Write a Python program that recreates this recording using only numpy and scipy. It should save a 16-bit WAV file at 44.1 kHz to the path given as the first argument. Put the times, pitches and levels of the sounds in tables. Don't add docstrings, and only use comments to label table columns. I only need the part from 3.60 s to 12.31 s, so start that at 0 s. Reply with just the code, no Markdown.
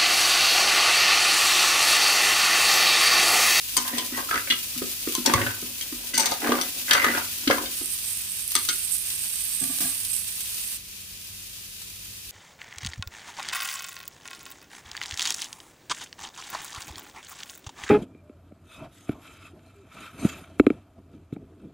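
import sys
import numpy as np
from scipy import signal
from scipy.io import wavfile
from scipy.ndimage import uniform_filter1d

SR = 44100
rng = np.random.default_rng(int(sys.argv[2]) if len(sys.argv) > 2 else 0)


def generate_wav(sig):
    pcm = np.round(np.clip(np.atleast_2d(sig).T, -1, 1) * 32767).astype(np.int16)
    wavfile.write(sys.argv[1], SR, pcm)


N = 384111
TIME = np.arange(N) / SR

# start in seconds, scratch level in dB, blade resonance
# in Hz, scratch centre in Hz, chatter t60 in seconds, ring t60 in seconds.
EDGE_BITES = [(0.167, -17, 1022, 5770, 0.13, 0.04), (0.381, -25, 1017, 4020, 0.092, 0.17),
              (0.901, -16, 2100, 2860, 0.058, 0.028), (0.921, -24.5, 1320, 3020, 0.028, .04),
              (1.55, -24, 1040, 5100, 0.028, 0.087), (1.66, -16.5, 900, 4970, 0.068, 0.058),
              (1.736, -24, 1180, 5240, 0.036, .06), (1.862, -36.5, 1580, 4950, 0.039, .05),
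              (2.21, -30.5, 2160, 4000, 0.013, 0.024), (2.539, -25, 1546, 5240, 0.58, .1),
              (2.577, -18, 907, 6200, 0.079, 0.13), (2.596, -19, 895, 5630, 0.15, 0.14),
              (2.657, -21, 940, 5070, 0.082, 0.044), (2.713, -28.5, 1540, 4700, .12, .06),
              (3.012, -25.5, 1270, 4670, 0.0045, .02), (3.309, -15, 1720, 3830, 0.021, .04),
              (3.332, -18, 1780, 4830, 0.054, .05), (3.875, -21.5, 1520, 3140, 0.039, .03),
              (4.058, -33.5, 2180, 3600, .02, .02), (4.952, -17.5, 1230, 6300, 0.028, 0.036),
              (4.962, -23.5, 1240, 4100, 0.034, .03), (5.087, -20.5, 1430, 4200, 0.066, 0.11)]
# start in seconds, clank level in dB,
# blade resonance in Hz.
FLAT_CLANKS = [(0.584, -32, 1020), (0.711, -27, 1590), (0.741, -26, 1310), (0.756, -25.5, 1340),
               (0.776, -30, 1640), (0.873, -34.5, 1610), (1.737, -16, 1122), (1.814, -27, 1830),
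               (2.719, -25.5, 825), (2.871, -27, 1130), (2.919, -21, 1160), (2.955, -37, 940),
               (2.986, -29.5, 1250), (3.35, -20, 1270), (3.383, -32, 1270), (3.426, -26.5, 2070),
               (3.443, -19, 1260), (3.464, -25, 1680), (3.484, -28, 1460), (3.549, -28, 1540),
               (3.577, -28, 950), (3.9, -25, 1050), (3.909, -18, 1530), (3.981, -29, 1040)]
# start in seconds, thud level in dB, thud pitch in Hz.
LOW_THUDS = [(0.181, -41, 336), (0.332, -39, 293), (0.521, -35.5, 278), (0.923, -40, 307),
             (1.161, -38.5, 262), (1.218, -29, 283), (1.472, -28, 310), (1.58, -30.5, 278),
             (1.689, -33, 270), (1.742, -28.5, 98), (2.023, -38, 270), (2.324, -36, 255), (2.838, -35, 320),
             (2.891, -23.5, 385), (2.922, -26, 425), (3.873, -20.5, 325), (3.899, -19.5, 474),
             (4.211, -39, 415)]
# start in seconds, length in seconds, rise in seconds,
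# grating edge in dB, pushed food in dB, blade resonance in Hz, its strength in dB, top of the grating
# in Hz. The three dB columns are before the trims in scraping().
SPATULA_STROKES = [(0.236, 0.086, 0.027, -33, -62, 993, 12, 4500),
                   (0.306, 0.11, 0.015, -35.5, -33, 1910, 11.5, 3500),
                   (0.516, 0.062, 0.048, -30, -35.5, 1950, 21, 2600),
                   (0.566, 0.03, 0.017, -40, -39, 1083, 24.5, 2600),
                   (0.678, 0.05, 0.034, -24.5, -45, 1330, 22, 3230),
                   (1.652, 0.066, 0.011, -24, -22, 915, 19, 4000),
                   (1.756, 0.071, 0.012, -30, -26.5, 1990, 2, 2400),
                   (1.857, 0.013, 0.0067, -26.5, -34.5, 1540, 7, 2600),
                   (2.534, 0.026, 0.0034, -31.5, -42, 1580, 2, 4960),
                   (2.585, 0.14, 0.01, -28.5, -36, 920, -4, 5000),
                   (2.794, 0.22, 0.056, -28.5, -26, 800, 6, 1610),
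                   (3.275, 0.19, 0.046, -18.5, -36, 1977, 14, 2420),
                   (3.447, 0.053, 0.014, -25, -26.5, 1860, 8, 2190),
                   (3.523, 0.04, 0.017, -25.5, -34, 1470, 15, 1780),
                   (3.88, 0.15, 0.015, -38, -28.5, 1520, 14, 2220)]
# frequency in Hz, width in Hz, gain in dB.
PAN_MODES = [(246, 7, 9.5), (283, 32, 8.5), (359.7, 21, 5.5), (405, 31, -0.5), (539, 34, -14), (567, 32, 0),
             (732, 92, -3.5), (1000, 80, 5), (1035, 14, -4), (1204, 75, -1.5), (1394, 27, 0.5),
             (1580, 240, 8.5), (1870, 100, 4), (2002, 17, 10), (2400, 210, -28), (2390, 530, 2.5),
             (2740, 17, -18), (3250, 9, 7), (3770, 73, 1), (4580, 61, 8), (4950, 13, 1), (6080, 54, 7),
             (6840, 200, 4), (8300, 24, 4)]
# frequency in Hz, width in Hz, gain in dB before bend and spot.
BLADE_MODES = [(2144, 78, 3.5), (2946, 65, 1.5), (3265, 40, 2), (3500, 49, -2), (3770, 48, -5),
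               (4220, 84, -9), (4635, 74, -0.5), (5500, 45, -10), (5890, 53, 4), (6370, 200, -1),
               (8360, 100, -1), (8640, 33, 0.5), (9400, 120, -29)]
# start in seconds, level in dB,
# chatter t60 in seconds, hardness of the contact as its upper limit in Hz.
RIM_ROCKS = [(6.013, -32.5, 0.26, 290), (6.094, -36, 0.17, 900), (6.204, -33, 0.28, 1600),
             (6.244, -38.5, 0.26, 1900)]
# frequency in Hz, width in Hz of each of two passes, gain in dB.
HANDLE_MODES = [(180, 64, 1.5), (267, 23, 10.5), (683, 33, -0.5), (785, 39, -5), (1160, 40, 1),
                (1340, 80, -14), (1636, 77, -2)]
# time in seconds, level in dB before FRY_GAIN_DB.
FRYING_VIGOUR = [(0.0, -40), (0.36, -41), (0.59, -40.5), (1.15, -40.5), (1.73, -39.5), (2.07, -42.5),
                 (2.83, -41.5), (3.19, -39), (4.12, -40.5), (4.44, -41.5), (6.27, -41), (6.57, -43),
                 (6.99, -41), (7.15, -43)]
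# frequency in Hz, level in dB per Hz.
FRYING_COLOUR = [(300, -16), (700, -16), (1200, -9.5), (1900, -10.5), (2600, 1.6), (3200, 2.5), (4200, 2),
                 (6000, 4.5), (9000, 0), (12000, 2), (15500, 3.5)]
# start in seconds, level in dB, centre in Hz, t60 in seconds.
FAT_SPITS = [(4.918, -20, 11000, 0.033), (5.885, -26, 11000, .008), (5.97, -34, 11000, 0.023),
             (6.039, -16.5, 10000, 0.026), (6.186, -15.5, 7000, 0.01), (6.205, -21.5, 8500, 0.47),
             (6.402, -27, 9500, 0.086), (8.216, -37, 4500, 0.14)]
# time in seconds, level in dB before STEAM_GAIN_DB and pan.
STEAM_FLOW = [(4.22, -37), (4.32, -40), (4.39, -45), (4.51, -34), (4.68, -40.5), (4.76, -38), (5.02, -37),
              (5.2, -36), (5.33, -34), (5.47, -37.5), (5.75, -35.5), (6.0, -32.5), (6.14, -36), (6.21, -35),
              (6.32, -34.5), (6.48, -36), (6.57, -32), (6.65, -39.5), (6.96, -41), (7.1, -37.5)]
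# start in seconds, length in seconds, level in dB before the same.
STEAM_SPURTS = [(4.296, 0.01, -37), (5.303, 0.015, -32.5)]
# frequency in Hz, width in Hz of each of two passes, gain in dB.
STEAM_VENTS = [(8430, 550, 5.5), (10100, 13000, -5), (10950, 3300, -0.5)]
# frequency in Hz, relative level in dB per Hz.
BURNER_COLOUR = [(25, -50), (45, 6.5), (65, 2.5), (110, 0.5), (160, -4), (280, -10), (420, -10), (700, -21),
                 (1200, -29)]
# frequency in Hz, correlation.
LEFT_RIGHT_LIKENESS = [(30, 0.97), (130, 0.88), (300, 0.91), (640, 0), (1400, 0), (3000, 0), (15000, 0)]
# frequency in Hz, width in Hz, gain in dB.
LEFT_MIC_PORT = [(7800, 1400, -2.5), (14800, 1700, 4.5)]
# frequency in Hz, width in Hz, gain in dB.
RIGHT_MIC_PORT = [(6520, 2500, -11), (8580, 5900, 9.5), (15600, 4500, -8.5)]

BLOW_ATTACK_S = .0018
BITE_THUD_HZ, CLANK_THUD_HZ = 306, 468
BITE_THUD_DB, BITE_CLANK_DB = -22.5, -11
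GLANCE_DB_PER_OCTAVE = 2
CLANK_THUD_DB, CLANK_SCRATCH_DB, CLANK_T60_S = -13.5, -8.5, 0.03
THUD_CLANK_DB, THUD_SCRATCH_DB = -12.5, -11.5
THUD_T60_S, THUD_BLADE_HZ = 0.038, 1304
DULL_SCRATCH_HZ = 3850
STRUCK_BLADE_DB, STRUCK_BLADE_T60_S = 6.5, 0.028
STRUCK_THUD_DB, STRUCK_THUD_T60_S = 0.5, 0.045
BLADE_RING_DB, BLADE_SPOT_DB, SCRATCH_DIRECT_DB = 0, 2.5, -8.5
BLADE_BEND_OCTAVES = .035
PLACES_PER_S = 11
GRATING_HZ = np.geomspace(640, 7240, 8)
SAG_DB_PER_S, RELEASE_DB_PER_S = 43, 175
STIR_FROM_S, STIR_TO_S = 0.116, 4.09
STIR_EDGE_DB, STIR_FOOD_DB = -61.5, -52.5
SHIFT_S, SHIFT_LENGTH_S, SHIFT_RISE_S, SHIFT_DB = 1.735, 0.14, 0.017, -30.5
ROCK_THUMP_DB, ROCK_THUMP_HZ, ROCK_THUMP_T60_S = -2.5, 266, 0.13
FRY_GAIN_DB, STEAM_GAIN_DB = 9.5, 1
SIMMER_FROM_S, SPURT_RISE_S = 7.172, 0.018
MAINS_HZ, HUM_DB, OVERTONE_DB = 96.3, -60, -64
CUTOFF_HZ = 15500


def knocks(count=11000, size=660):
    out = np.zeros((2, N + count))
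    t = np.arange(count) / SR
    chatter = grains(1100, spread_db=2.0, length_s=0.0015)
    for s, thud_db, thud_hz, clank_db, clank_hz, scratch_db, scratch_hz, t60, ring_t60 in blows():
        at = int(s * SR)
        first_touch = from_db(4) * np.exp(-t / 0.0022)
        contact = first_touch + from_db(-60 * t / t60) * np.roll(chatter, -at)[:count]
        force = rng.standard_normal((2, count)) * contact * (1 - np.exp(-t / BLOW_ATTACK_S))

        low = band(spread(force, 230), thud_hz / 1.68, thud_hz * 1.4, order=3)
        thud = pan(low, direct_db=4, place_db=-4.5)
        thud = thud / thud[:, :size].std()
        thud = thud + from_db(STRUCK_THUD_DB) * struck(t, thud_hz, STRUCK_THUD_T60_S)

        middle = band(spread(force, 920), clank_hz / 1.346, clank_hz * 1.63, order=3)
        clank = pan(middle, direct_db=-7, place_db=5)
        clank = clank + from_db(15.5) * blade_ring(middle, clank_hz, width_hz=113)
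        clank = clank / clank[:, :size].std()
        clank = clank + from_db(STRUCK_BLADE_DB) * struck(t, clank_hz, ring_t60)

        scratch = blade_scratch(force, scratch_hz, t)
        for part, db, left_db in ((thud, thud_db, -.6), (clank, clank_db, .5), (scratch, scratch_db, 1.0)):
            onset_rms = np.sqrt(np.mean(part[:, :size] ** 2))
            out[:, at:at + count] += part / onset_rms * from_db(db + np.array([[left_db], [-left_db]]))
    return out[:, :N]


def blows():
    for s, db, blade_hz, scratch_hz, t60, ring_t60 in EDGE_BITES:
        body_db = db - GLANCE_DB_PER_OCTAVE * np.log2(scratch_hz / 5000)
        yield (s, body_db + BITE_THUD_DB, BITE_THUD_HZ, body_db + BITE_CLANK_DB, blade_hz,
               db, scratch_hz, t60, ring_t60)
    for s, db, blade_hz in FLAT_CLANKS:
        yield (s, db + CLANK_THUD_DB, CLANK_THUD_HZ, db, blade_hz,
               db + CLANK_SCRATCH_DB, DULL_SCRATCH_HZ, CLANK_T60_S, STRUCK_BLADE_T60_S)
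    for s, db, thud_hz in LOW_THUDS:
        yield (s, db, thud_hz, db + THUD_CLANK_DB, THUD_BLADE_HZ,
               db + THUD_SCRATCH_DB, DULL_SCRATCH_HZ, THUD_T60_S, STRUCK_BLADE_T60_S)


def blade_scratch(force, scratch_hz, t):
    crack = from_db(7.0) * (scratch_hz / 6000) ** 3 * force * np.exp(-t / 0.011)
    bright = band(spread(force, scratch_hz), scratch_hz / 1.324, scratch_hz * 1.476)
    bright = bright + band(crack, 3100, 14400)
    scratch = from_db(SCRATCH_DIRECT_DB) * bright
    for (hz, width_hz, db), (spot, bend) in zip(BLADE_MODES, rng.standard_normal((len(BLADE_MODES), 2))):
        gain = from_db(BLADE_RING_DB + db + BLADE_SPOT_DB * spot)
        scratch = scratch + gain * resonate(bright, hz * 2 ** (BLADE_BEND_OCTAVES * bend), width_hz)
    return scratch


def struck(t, hz, t60):
    return np.sin(2 * np.pi * hz * t) * from_db(-60 * t / t60)


def pan(force, direct_db, place_db, sliding=False):
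    out = from_db(direct_db) * force
    for (hz, width_hz, db), places in zip(PAN_MODES, rng.standard_normal((len(PAN_MODES), 256))):
        gains = from_db(db + place_db * places)
        gain = np.interp(TIME * PLACES_PER_S, np.arange(len(gains)), gains) if sliding else gains[0]
        out += gain * resonate(force, hz, width_hz)
    return out


def blade_ring(x, hz, width_hz):
    turn = np.exp(2j * np.pi * np.cumsum(hz * np.ones(x.shape[-1])) / SR)
    r = np.exp(-np.pi * width_hz / SR)
    around_zero = signal.lfilter([1 - r], [1, -r], x / turn + 1e-18)
    return 2 * np.real(turn * around_zero)


def scraping():
    on_edge, on_food, blade_hz, ring_db, top_hz = hand()
    edge = grate(top_hz)
    wavering_hz = blade_hz * (1 + 0.012 * drift(17))
    blade = from_db(ring_db + 7) * blade_ring(edge, wavering_hz, width_hz=50)
    bottom = pan(edge, direct_db=-7, place_db=7, sliding=True)
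    grating = evened(bottom + blade) * on_edge * from_db(-2.0)

    tumbles = rng.standard_normal((2, N)) * grains(200, spread_db=1.5, length_s=0.0017)
    thumps = pan(band(spread(tumbles, 240), 195, 653), direct_db=-8.0, place_db=-1.0)
    pushing = evened(thumps) * on_food * from_db(-5.0)

    rumble = evened(band(spread(rng.standard_normal((2, N)), 100), 88, 104))
    shifting = rumble * push(SHIFT_S, SHIFT_LENGTH_S, SHIFT_RISE_S, SHIFT_DB)
    return pushing + grating + shifting


def hand():
    light = np.interp(TIME, [STIR_FROM_S, STIR_FROM_S + .02, STIR_TO_S, STIR_TO_S + .1], [0, 1, 1, 0])
    light = light * from_db(3.5 * drift(14))
    on_edge = light * from_db(STIR_EDGE_DB)
    on_food = light * from_db(STIR_FOOD_DB)
    for s, length_s, rise_s, edge_db, food_db, *_ in SPATULA_STROKES:
        stroke = push(s, length_s, rise_s, 0)
        on_edge = np.hypot(on_edge, stroke * from_db(edge_db))
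        on_food = np.hypot(on_food, stroke * from_db(food_db))
    starts, *_, blade_hz, ring_db, top_hz = np.transpose(SPATULA_STROKES)
    now = np.maximum(np.searchsorted(starts, TIME) - 1, 0)
    return on_edge, on_food, blade_hz[now], ring_db[now], top_hz[now]


def push(start_s, length_s, rise_s, db):
    t = np.maximum(TIME - start_s, 0)
    sag_db = SAG_DB_PER_S * np.maximum(t - rise_s, 0)
    release_db = RELEASE_DB_PER_S * np.maximum(t - length_s, 0)
    return np.minimum(t / rise_s, 1) * from_db(db - np.minimum(sag_db + release_db, 200))


def grate(top_hz, steepness=3.0):
    slips = rng.standard_normal((2, 2, N)) * grains(170, spread_db=2.3, length_s=0.0021)
    out = 0
    for k, hz in enumerate(GRATING_HZ):
        half_octave = band(spread(slips[k % 2], hz), hz / 2 ** (1 / 4), hz * 2 ** (1 / 4))
        out = out + half_octave / np.sqrt(1 + (hz / top_hz) ** steepness)
    return out


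def rocking(count=14000):
    out = np.zeros((2, N))
    t = np.arange(count) / SR
    for s, level_db, t60, hard_hz in RIM_ROCKS:
        buzz = band(spread(rng.standard_normal((2, count)), 270), 60, hard_hz, order=1)
        ring = sum(from_db(db) * resonate(resonate(buzz, hz, width_hz), hz, width_hz)
                   for hz, width_hz, db in HANDLE_MODES)
        chatter = evened(ring, size=600) * (1 - np.exp(-t / 0.0052)) * from_db(-1.0 - 60 * t / t60)
        thump = from_db(ROCK_THUMP_DB) * struck(t, ROCK_THUMP_HZ, ROCK_THUMP_T60_S)
        at = int(s * SR)
        out[:, at:at + count] += from_db(level_db) * (chatter + thump)
    return out


def kitchen(x, t60=0.23, wall_hz=4000):
    t = np.arange(SR // 2) / SR
    tail = band(rng.standard_normal((2, len(t))), 57, wall_hz, order=1)
    tail = spread(tail * from_db(-60 * t / t60) * (t > .004), 270)
    return signal.fftconvolve(x, tail / np.sqrt(np.sum(tail ** 2) / 2), axes=1)[:, :N]


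def frying(simmer_db=-38.0, simmer_top_hz=14000):
    s, db = np.transpose(FRYING_VIGOUR)
    hot = np.clip((SIMMER_FROM_S - TIME) / 0.01 + .5, 0, 1)
    spits = from_db(-7) * grains(70, spread_db=2.6, length_s=0.009)
    inaudible = from_db(-50) * grains(9.9, spread_db=-6.0, length_s=0.00026)
    fine = grains(4100, spread_db=0.5, length_s=0.015)
    bursts = rms_one(np.sqrt(fine ** 2 + spits ** 2 + inaudible ** 2))
    flutter = from_db(.9 * drift(20))
    fry = from_db(np.interp(TIME, s, db) + FRY_GAIN_DB) * flutter * bursts
    simmer = from_db(simmer_db + .5 * drift(12.0)) * grains(4600, spread_db=2.0, length_s=0.0098)
    strength = hot * fry + (1 - hot) * simmer
    sizzle = rms_one(pan(coloured(FRYING_COLOUR, strength), direct_db=11.0, place_db=0))
    sizzle = sizzle * np.sqrt(np.mean(strength ** 2))
    dull = band(sizzle, 100, simmer_top_hz, order=1)
    return (hot * sizzle + (1 - hot) * dull) * from_db([[.4], [-.2]])


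def spitting(count=13000, attack_s=0.00025):
    out = np.zeros((2, N + count))
    t = np.arange(count) / SR
    for s, db, hz, t60 in FAT_SPITS:
        hiss = rms_one(band(rng.standard_normal((2, count)), hz / 2.3, hz * 2.5, order=1))
        at = int(s * SR)
        out[:, at:at + count] += hiss * (1 - np.exp(-t / attack_s)) * from_db(db - 60 * t / t60)
    return out[:, :N]


def steam():
    hiss = 0
    for hz, width_hz, db in STEAM_VENTS:
        jet = rng.standard_normal(N) * from_db(1.8 * drift(49) + 1.5 * drift(12))
        hiss = hiss + from_db(db) * resonate(resonate(jet, hz, width_hz), hz, width_hz)
    bursts = np.hypot(1, .9 * grains(450, spread_db=2.4, length_s=.0012))
    sputter = rms_one(bursts * from_db(.5 * drift(14)))
    flow = level(STEAM_FLOW)
    for s, length_s, db in STEAM_SPURTS:
        flow = flow + push(s, length_s, SPURT_RISE_S, db)
    return rms_one(hiss) * sputter * flow * (TIME < SIMMER_FROM_S) * from_db([[-22], [4]])


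def background():
    phase = 2 * np.pi * MAINS_HZ * TIME + 1.1 * drift(0.22)
    waver = from_db(3 * drift(3))
    hum = from_db(HUM_DB) * waver * np.sin(phase) + from_db(OVERTONE_DB) * np.sin(2 * phase)
    return from_db(-55.0) * coloured(BURNER_COLOUR) + np.sqrt(2) * hum


def from_db(db):
    return 10 ** (np.asarray(db) / 20)


def rms_one(x):
    return x / np.sqrt(np.mean(x ** 2) + 1e-20)


def evened(x, size=1500):
    return x / np.sqrt(uniform_filter1d(np.mean(x ** 2, axis=0), size) + 1e-18)


def level(rows):
    s, db = np.transpose(rows)
    outside = np.maximum(np.maximum(s[0] - TIME, TIME - s[-1]), 0)
    return from_db(np.interp(TIME, s, db)) * np.exp(-np.minimum(outside / 0.093, 6) ** 2)


def at_hz(points, hz):
    table_hz, values = np.transpose(points)
    return np.interp(np.log(hz), np.log(table_hz), values)


def band(x, low_hz, high_hz, order=2):
    edges = [low_hz, min(high_hz, .45 * SR)]
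    return signal.sosfilt(signal.butter(order, edges, "band", fs=SR, output="sos"), x + 1e-18)


def resonate(x, hz, width_hz):
    r = np.exp(-np.pi * width_hz / SR)
    poles = [1, -2 * r * np.cos(2 * np.pi * hz / SR), r * r]
    return signal.lfilter(np.array([1, 0, -1]) * (1 - r * r) / 2, poles, x + 1e-18)


def drift(rate):
    r = np.exp(-80 * np.pi * rate / SR)
    slow = signal.lfilter([1], [1, -2 * r, r * r], rng.standard_normal(N // 40 + 2002))[2000:]
    return np.interp(np.arange(N) / 40, np.arange(len(slow)), rms_one(slow))


def grains(per_s, spread_db, length_s):
    born = np.flatnonzero(rng.random(N) < per_s / SR)
    power = np.zeros(N)
    power[born] = from_db(spread_db * np.minimum(rng.exponential(1, len(born)), 5)) ** 2
    return rms_one(np.sqrt(signal.lfilter([1], [1, -np.exp(-2 / (length_s * SR))], power + 1e-12)))


def spread(pair, hz):
    alike = np.clip(at_hz(LEFT_RIGHT_LIKENESS, hz), -.99, .99)
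    return np.sqrt(1 + alike) * pair[0] + np.sqrt(1 - alike) * pair[1] * np.array([[1], [-1]])


def coloured(colour, envelope=1):
    white = rng.standard_normal((2, 2, N)) * envelope
    out = 0
    for k, hz in enumerate(2 ** np.arange(4.5, 14.1, .5)):
        if colour[0][0] / 2 < hz < colour[-1][0] * 2:
            half_octave = band(white[k % 2], hz / 2 ** (1 / 4), hz * 2 ** (1 / 4))
            out = out + from_db(at_hz(colour, hz)) * spread(half_octave, hz)
    return rms_one(out)


def scene():
    stirring = knocks() + scraping() + rocking()
    cooking = frying() + spitting() + from_db(STEAM_GAIN_DB) * steam()
    return stirring + from_db(-9.0) * kitchen(stirring) + cooking + background()


def port(x, bumps):
    for hz, width_hz, db in bumps:
        middle = -2 * np.cos(2 * np.pi * hz / SR)
        half = np.tan(np.pi * width_hz / SR)
        g = from_db(db / 2)
        x = signal.lfilter([1 + half * g, middle, 1 - half * g], [1 + half / g, middle, 1 - half / g], x)
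    return x


def record(dry):
    heard = np.array([port(dry[0], LEFT_MIC_PORT), port(dry[1], RIGHT_MIC_PORT)])
    return signal.sosfilt(signal.ellip(12, .1, 80, CUTOFF_HZ, fs=SR, output="sos"), np.tanh(heard))


dry = scene()
out = record(dry)
generate_wav(out)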